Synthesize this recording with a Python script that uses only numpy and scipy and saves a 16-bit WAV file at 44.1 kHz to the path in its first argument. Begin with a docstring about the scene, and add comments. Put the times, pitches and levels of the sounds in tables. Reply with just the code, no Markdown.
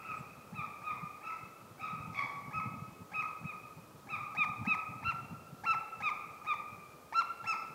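"""A hound yelps in a pine forest, two or three times a second, closer towards the end.
Its vocal folds leap from a croak to a clear high note, then slacken hoarsely; trunks scatter
each yelp into an echo tail. Light wind buffets the microphone over the hush of the trees.
A small bird gives one thin, faint call."""
import sys
import numpy as np
from scipy import signal
from scipy.fft import rfft, irfft
from scipy.io import wavfile
from scipy.ndimage import uniform_filter1d

SR = 44100
rng = np.random.default_rng(int(sys.argv[2]) if len(sys.argv) > 2 else 0)


def int16_out(signal):
    """Quantize to a 16-bit WAV file."""
    q = np.round(np.clip(np.atleast_2d(signal).T, -1, 1) * 32767)
    wavfile.write(sys.argv[1], SR, q.astype(np.int16))


N = 341334

# Table levels are relative.
# yelps: start_s, length_s, pitch_hz, glide_hz, level_db, second_db, third_db, top_db, roughness
YELPS = [ (-.3, 0.11, 1301, 6, -35, 0, -36, -44, 0.32), (.018, 0.14, 1242, -55, -44, -2, -33, -44, 0.56),
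         (0.524, .11, 1249, -120, -39.5, -1, -21.5, -38, 0.05),
         (0.814, 0.12, 1218, -60, -38, -3.5, -25, -46, 0.29),
         (1.208, 0.11, 1312, 29.5, -39.5, -4.5, -28, -27, 0.24),
         (1.774, 0.11, 1266, 67, -37.5, -1.5, -20, -24.5, 0.35),
         (2.121, 0.11, 1126, -3, -36.5, 8.5, -18.5, -25, 0.61),
         (2.508, .11, 1286, -21.5, -37.5, -6.5, -43, -33, 0.1),
         (3.114, .126, 1273, 21.5, -36.5, 6.5, -31.5, -30.5, 0.17),
         (3.427, 0.11, 1261, -65.5, -44.5, 7, -26, -36, 0.1),
         (4.069, 0.11, 1273, -76, -39, 1.5, -20.5, -31, 0.2),
         (4.347, .11, 1243, -55.5, -35, 7, -20.5, -41, 0.13),
         (4.648, 0.11, 1275, -43.5, -35, 8, -24.5, -36, 0.09),
         (5.022, .11, 1375, -8, -38, -3, -23.5, -38, 0.25),
         (5.635, .119, 1334, -18, -33.5, -6, -25, -29, 0.12),
         (6.002, 0.11, 1249, -75, -37, 0.5, -19.5, -29.5, 0.22),
         (6.444, 0.11, 1226, -96, -37.5, -4.5, -19, -40, 0.22),
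         (7.121, 0.11, 1362, 4, -34.5, -14.5, -19, -25, 0.11),
         (7.44, 0.11, 1321, -32, -35.5, 0, -30, -16.5, 0.08)]
# throat resonances: freq_hz, gain_db
THROAT_RESPONSE = [(400, -50), (700, -24), (880, 6), (1250, 0.5), (1550, -19), (1900, -9.5), (2250, 14),
                   (2600, -11), (2950, -5), (3700, -9), (4400, -5), (5800, -6), (8000, -16), (14000, -28)]
# hound's path: time_s, distance_m
HOUND_PATH = [(0, 38), (1.8, 86), (2.3, 31), (3.1, 31.6), (4.05, 41), (4.35, 17.7), (6.4, 20), (7.1, 15.6),
              (7.5, 29.4)]
# scattering by trunks: freq_hz, t60_s, gain_db
TRUNK_SCATTER = [(500, 5.2, 2.5), (736, 5.9, 1), (800, 1.3, 0.5), (1080, 1.52, -8), (1144, 1.47, 0),
                 (1400, 2.33, -5.5), (1630, 1.3, -1.5), (2240, 1.45, 0.5), (2828, 1.82, -9),
                 (3350, 0.35, 3.5), (3740, 1.3, -2), (8000, 0.41, -5)]
# gusts: peak_s, sigma_s, level_db
GUSTS = [(.25, 0.39, -58), (1, 0.053, -56), (2.05, 0.24, -55), (2.63, 0.088, -47.5), (3.5, 1, -61.5),
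         (4.6, 0.16, -56), (5.25, 0.24, -54), (5.66, 0.088, -61.5), (6.4, .45, -65.5)]
# wind rumble: freq_hz, density_db
RUMBLE_SPECTRUM = [(20, -29), (45, -23), (70, -16), (105, -1), (150, 0), (220, -5.5), (300, -13),
                   (450, -57), (900, -15.5), (3000, -100)]
# eddies on the microphone: start_s, level_db, freq_hz
EDDIES = [(0.197, -36, 151), (.518, -38.5, 186), (0.58, -35.5, 143), (1.027, -35, 164), (1.425, -44, 121),
          (1.923, -36.5, 173), (1.993, -38, 119), (2.547, -36.5, 122), (2.651, -33.5, 192),
          (2.812, -34.5, 144), (3.444, -32.5, 163), (4.486, -32.5, 137), (4.666, -27, 212),
          (5.069, -33.5, 107), (5.318, -38.5, 205), (5.519, -38.5, 162)]
# tree hush and microphone hiss: freq_hz, density_db
HUSH_SPECTRUM = [(20, -13), (45, -9), (80, 3), (300, 4.5), (500, 5.5), (850, -1.5), (1200, 1.5),
                 (1700, -9.5), (3000, -13), (5000, -14), (8000, -15.5), (10500, -17), (13000, -16),
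                 (15700, -18)]
# bird call: time_s, pitch_hz, level_db
BIRD_CONTOUR = [(.162, 7550, -74), (.175, 7900, -65), (.19, 7820, -65), (.2, 7600, -65), (.215, 7480, -78)]

# yelp stages against the held note: first_db, second_db, overtones_db
CROAK_DB, LEAP_DB, SLACK_DB = (-10, -12.5, -15), (-9.5, -6, -11), (-16.5, -24, -22)
CROAK_S, LEAP_S, SLACK_S = 0.009, 0.028, 0.033


def gain(db):
    """Decibels to amplitude."""
    return 10 ** (np.asarray(db) / 20)


def unit_rms(x):
    """Scale to unit rms."""
    return x / np.sqrt(np.mean(x ** 2) + 1e-20)


def db_at(spectrum, hz):
    """Interpolate on a log-frequency axis."""
    freq_hz, level_db = np.transpose(spectrum)
    return np.interp(np.log(hz + 1), np.log(freq_hz + 1), level_db)


def add(mix, start_s, sound):
    """Mix in at start_s, which may be negative."""
    start = round(start_s * SR)
    sound = sound[max(-start, 0):]
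    part = mix[max(start, 0):][:len(sound)]
    part += sound[:len(part)]


def noise(spectrum, size):
    """Coloured noise, unit rms."""
    colour = gain(db_at(spectrum, np.fft.rfftfreq(size, 1 / SR)))
    return unit_rms(irfft(rfft(rng.standard_normal(size)) * colour, size))


def drift(rate_hz, size):
    """Random drift, rms about 1, rolled off above rate_hz."""
    lowpass = np.exp(-(np.fft.rfftfreq(size + SR, 1 / SR) / rate_hz) ** 2)
    return unit_rms(irfft(rfft(rng.standard_normal(size + SR)) * lowpass))[:size]


def yelp(row, swell_db=4, gape_db=2, throat_share=0.28):
    """Vocal folds croak, leap to a held note and slacken. Returns forward and all-round sound."""
    _, length_s, pitch_hz, glide_hz, level_db, second_db, third_db, top_db, roughness = row
    t = np.arange(int(length_s * SR)) / SR
    jitter, shimmer, flutter, waver = (drift(hz, SR // 5)[:len(t)] for hz in (260, 250, 250, 40))
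    breath = noise(THROAT_RESPONSE, SR // 5)[:len(t)]

    croak = np.cos(np.pi / 2 * np.clip((t - CROAK_S) / LEAP_S, 0, 1)) ** 2
    leap = np.sqrt(2 * croak * (1 - croak))
    held_s = length_s - CROAK_S - LEAP_S - SLACK_S
    ramp = np.clip((t - CROAK_S - LEAP_S) / held_s, 0, 1) - 0.5
    slack = np.clip(1 - (length_s - t) / SLACK_S, 0, 1) ** 2
    hoarse = np.clip(0.42 * croak + 0.76 * np.sqrt(slack) + 0.804 * roughness, 0, 1)

    sag = 1 - 0.37 * croak ** 1.59 - 0.4685 * slack
    f0_hz = (pitch_hz + glide_hz * ramp) * sag * (1 + 0.06 * roughness * waver)
    jitter_depth = 0.0026 + 0.0714 * hoarse ** 1.46
    phase = 2 * np.pi * np.cumsum(f0_hz * (1 + jitter_depth * jitter)) / SR

    def harmonic(k):
        """Harmonic k flares as it glides through the throat's resonances."""
        flare_db = db_at(THROAT_RESPONSE, k * f0_hz) - db_at(THROAT_RESPONSE, k * pitch_hz)
        return gain(throat_share * flare_db) * np.sin(k * phase)

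    first_gain, second_gain, overtone_gain = (
        gain(croak_db * croak + leap_db * leap + slack_db * slack ** 0.48)
        for croak_db, leap_db, slack_db in zip(CROAK_DB, LEAP_DB, SLACK_DB))
    first = first_gain * harmonic(1)
    second = second_gain * harmonic(2) * (1 + 0.5 * hoarse * flutter)
    top = sum(gain(top_db - 8 * (k - 4)) * np.sin(k * phase) for k in range(4, 9))
    overtones = overtone_gain * (gain(third_db) * np.sin(3 * phase) + (0.8 + 0.45 * flutter) * top)
    half_harmonic = first_gain * shimmer * np.sin(1.5 * phase)  # uneven cycles
    rasp = gain(-15) * hoarse * (breath * (1 - 0.7 * slack) + half_harmonic) / 2
    envelope = gain(level_db + swell_db * ramp) * signal.windows.tukey(len(t), 0.08)
    envelope *= 1 + 0.65 * hoarse * shimmer

    def voice(balance_db):
        """Split the power between harmonics 1 and 2."""
        return (first + gain(balance_db) * second) / np.hypot(1, gain(balance_db))

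    forward = voice(second_db * (1 - croak - slack)) + overtones + rasp
    all_round = voice(-6.5 + 0.21 * second_db) + gain(-7) * overtones + gain(-2) * rasp
    gape = np.exp(-((t / length_s - 0.64) / 0.05) ** 2)  # the wide mouth throws sound forward
    return envelope * gain(gape_db * gape) * forward, envelope * all_round


def trunk_echoes(sound, near_db=4, near_t60_s=0.51, build_s=0.014, tail_s=1.25, echoes_per_s=1500):
    """Near trunks return a quick cluster, far trunks a long tail."""
    freq_hz, t60_s, colour_db = np.transpose(TRUNK_SCATTER)
    size, fft_size = int(tail_s * SR), 2 ** 16
    taps = rng.standard_normal(size) * (rng.random(size) < echoes_per_s / SR)
    stft_hz, t, tap_stft = signal.stft(taps, SR, nperseg=256)
    far = gain(-60 * t / np.interp(stft_hz, freq_hz, t60_s)[:, None])
    near = gain(near_db - 60 * t / near_t60_s)
    onset = 1 - np.exp(-(t / build_s) ** 2)
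    impulse = signal.istft(tap_stft * (far + near) * onset, SR, nperseg=256)[1]
    sent = rfft(sound, fft_size)
    returned = rfft(signal.fftconvolve(sound, impulse), fft_size)
    # each band returns in proportion to the energy sent
    bin_hz = np.fft.rfftfreq(fft_size, 1 / SR)
    band = np.searchsorted([1050, 1600, 3100], bin_hz)
    band_gain = np.sqrt(np.bincount(band, abs(sent) ** 2) / np.bincount(band, abs(returned) ** 2))
    colour = gain(np.interp(bin_hz, freq_hz, colour_db))
    return irfft(returned * uniform_filter1d(band_gain[band], 301) * colour)


def hound(direct_db=2, echo_db=6, reference_m=33.8):
    """A running dog: direct sound falls as 1/distance, and each yelp meets other trunks."""
    out = np.zeros(N)
    for row in YELPS:
        start_s = row[0]
        distance_m = np.interp(start_s, *np.transpose(HOUND_PATH))
        forward, all_round = yelp(row)
        add(out, start_s, gain(direct_db) * reference_m / distance_m * forward)
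        add(out, start_s, gain(echo_db) * trunk_echoes(all_round))
    return out


def wind(breeze_db=-72, rumble_trim_db=2, eddy_trim_db=-1, lump_db=5.5, lump_hz=22, eddy_s=0.026):
    """Gusts rumble on the microphone; single eddies push its membrane for a few cycles."""
    t = np.arange(N) / SR
    power = gain(breeze_db) ** 2
    for peak_s, sigma_s, level_db in GUSTS:
        power += gain(level_db) ** 2 * np.exp(-((t - peak_s) / sigma_s) ** 2)
    out = noise(RUMBLE_SPECTRUM, N) * np.sqrt(power)
    out *= gain(rumble_trim_db + lump_db * drift(lump_hz, N))
    t = np.arange(int(eddy_s * SR)) / SR
    for start_s, level_db, freq_hz in EDDIES:
        push = np.hanning(len(t)) ** 2 * np.sin(2 * np.pi * (freq_hz * t + rng.random()))
        add(out, start_s, gain(level_db + eddy_trim_db) * push)
    microphone_leak = signal.butter(2, 55, "high", fs=SR, output="sos")
    return signal.sosfilt(microphone_leak, out)


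def hush(level_db=-58):
    """Steady noise of the trees, with microphone hiss."""
    return gain(level_db) * noise(HUSH_SPECTRUM, N)


def bird():
    """One short pure tone, arching in pitch."""
    time_s, pitch_hz, level_db = np.transpose(BIRD_CONTOUR)
    t = np.arange(time_s[0], time_s[-1], 1 / SR)
    phase = 2 * np.pi * np.cumsum(np.interp(t, time_s, pitch_hz)) / SR
    out = np.zeros(N)
    add(out, time_s[0], gain(np.interp(t, time_s, level_db)) * np.sin(phase))
    return out


def scene():
    """Mono mix of all sources."""
    return (hound() + wind() + hush() + bird())[None]


def record(dry):
    """The recorder's band limit."""
    cutoff_hz = 15760
    lowpass = signal.firwin(801, cutoff_hz, window=("kaiser", 9), fs=SR)
    return signal.oaconvolve(dry, lowpass[None], "same")


dry = scene()
out = record(dry)
int16_out(out)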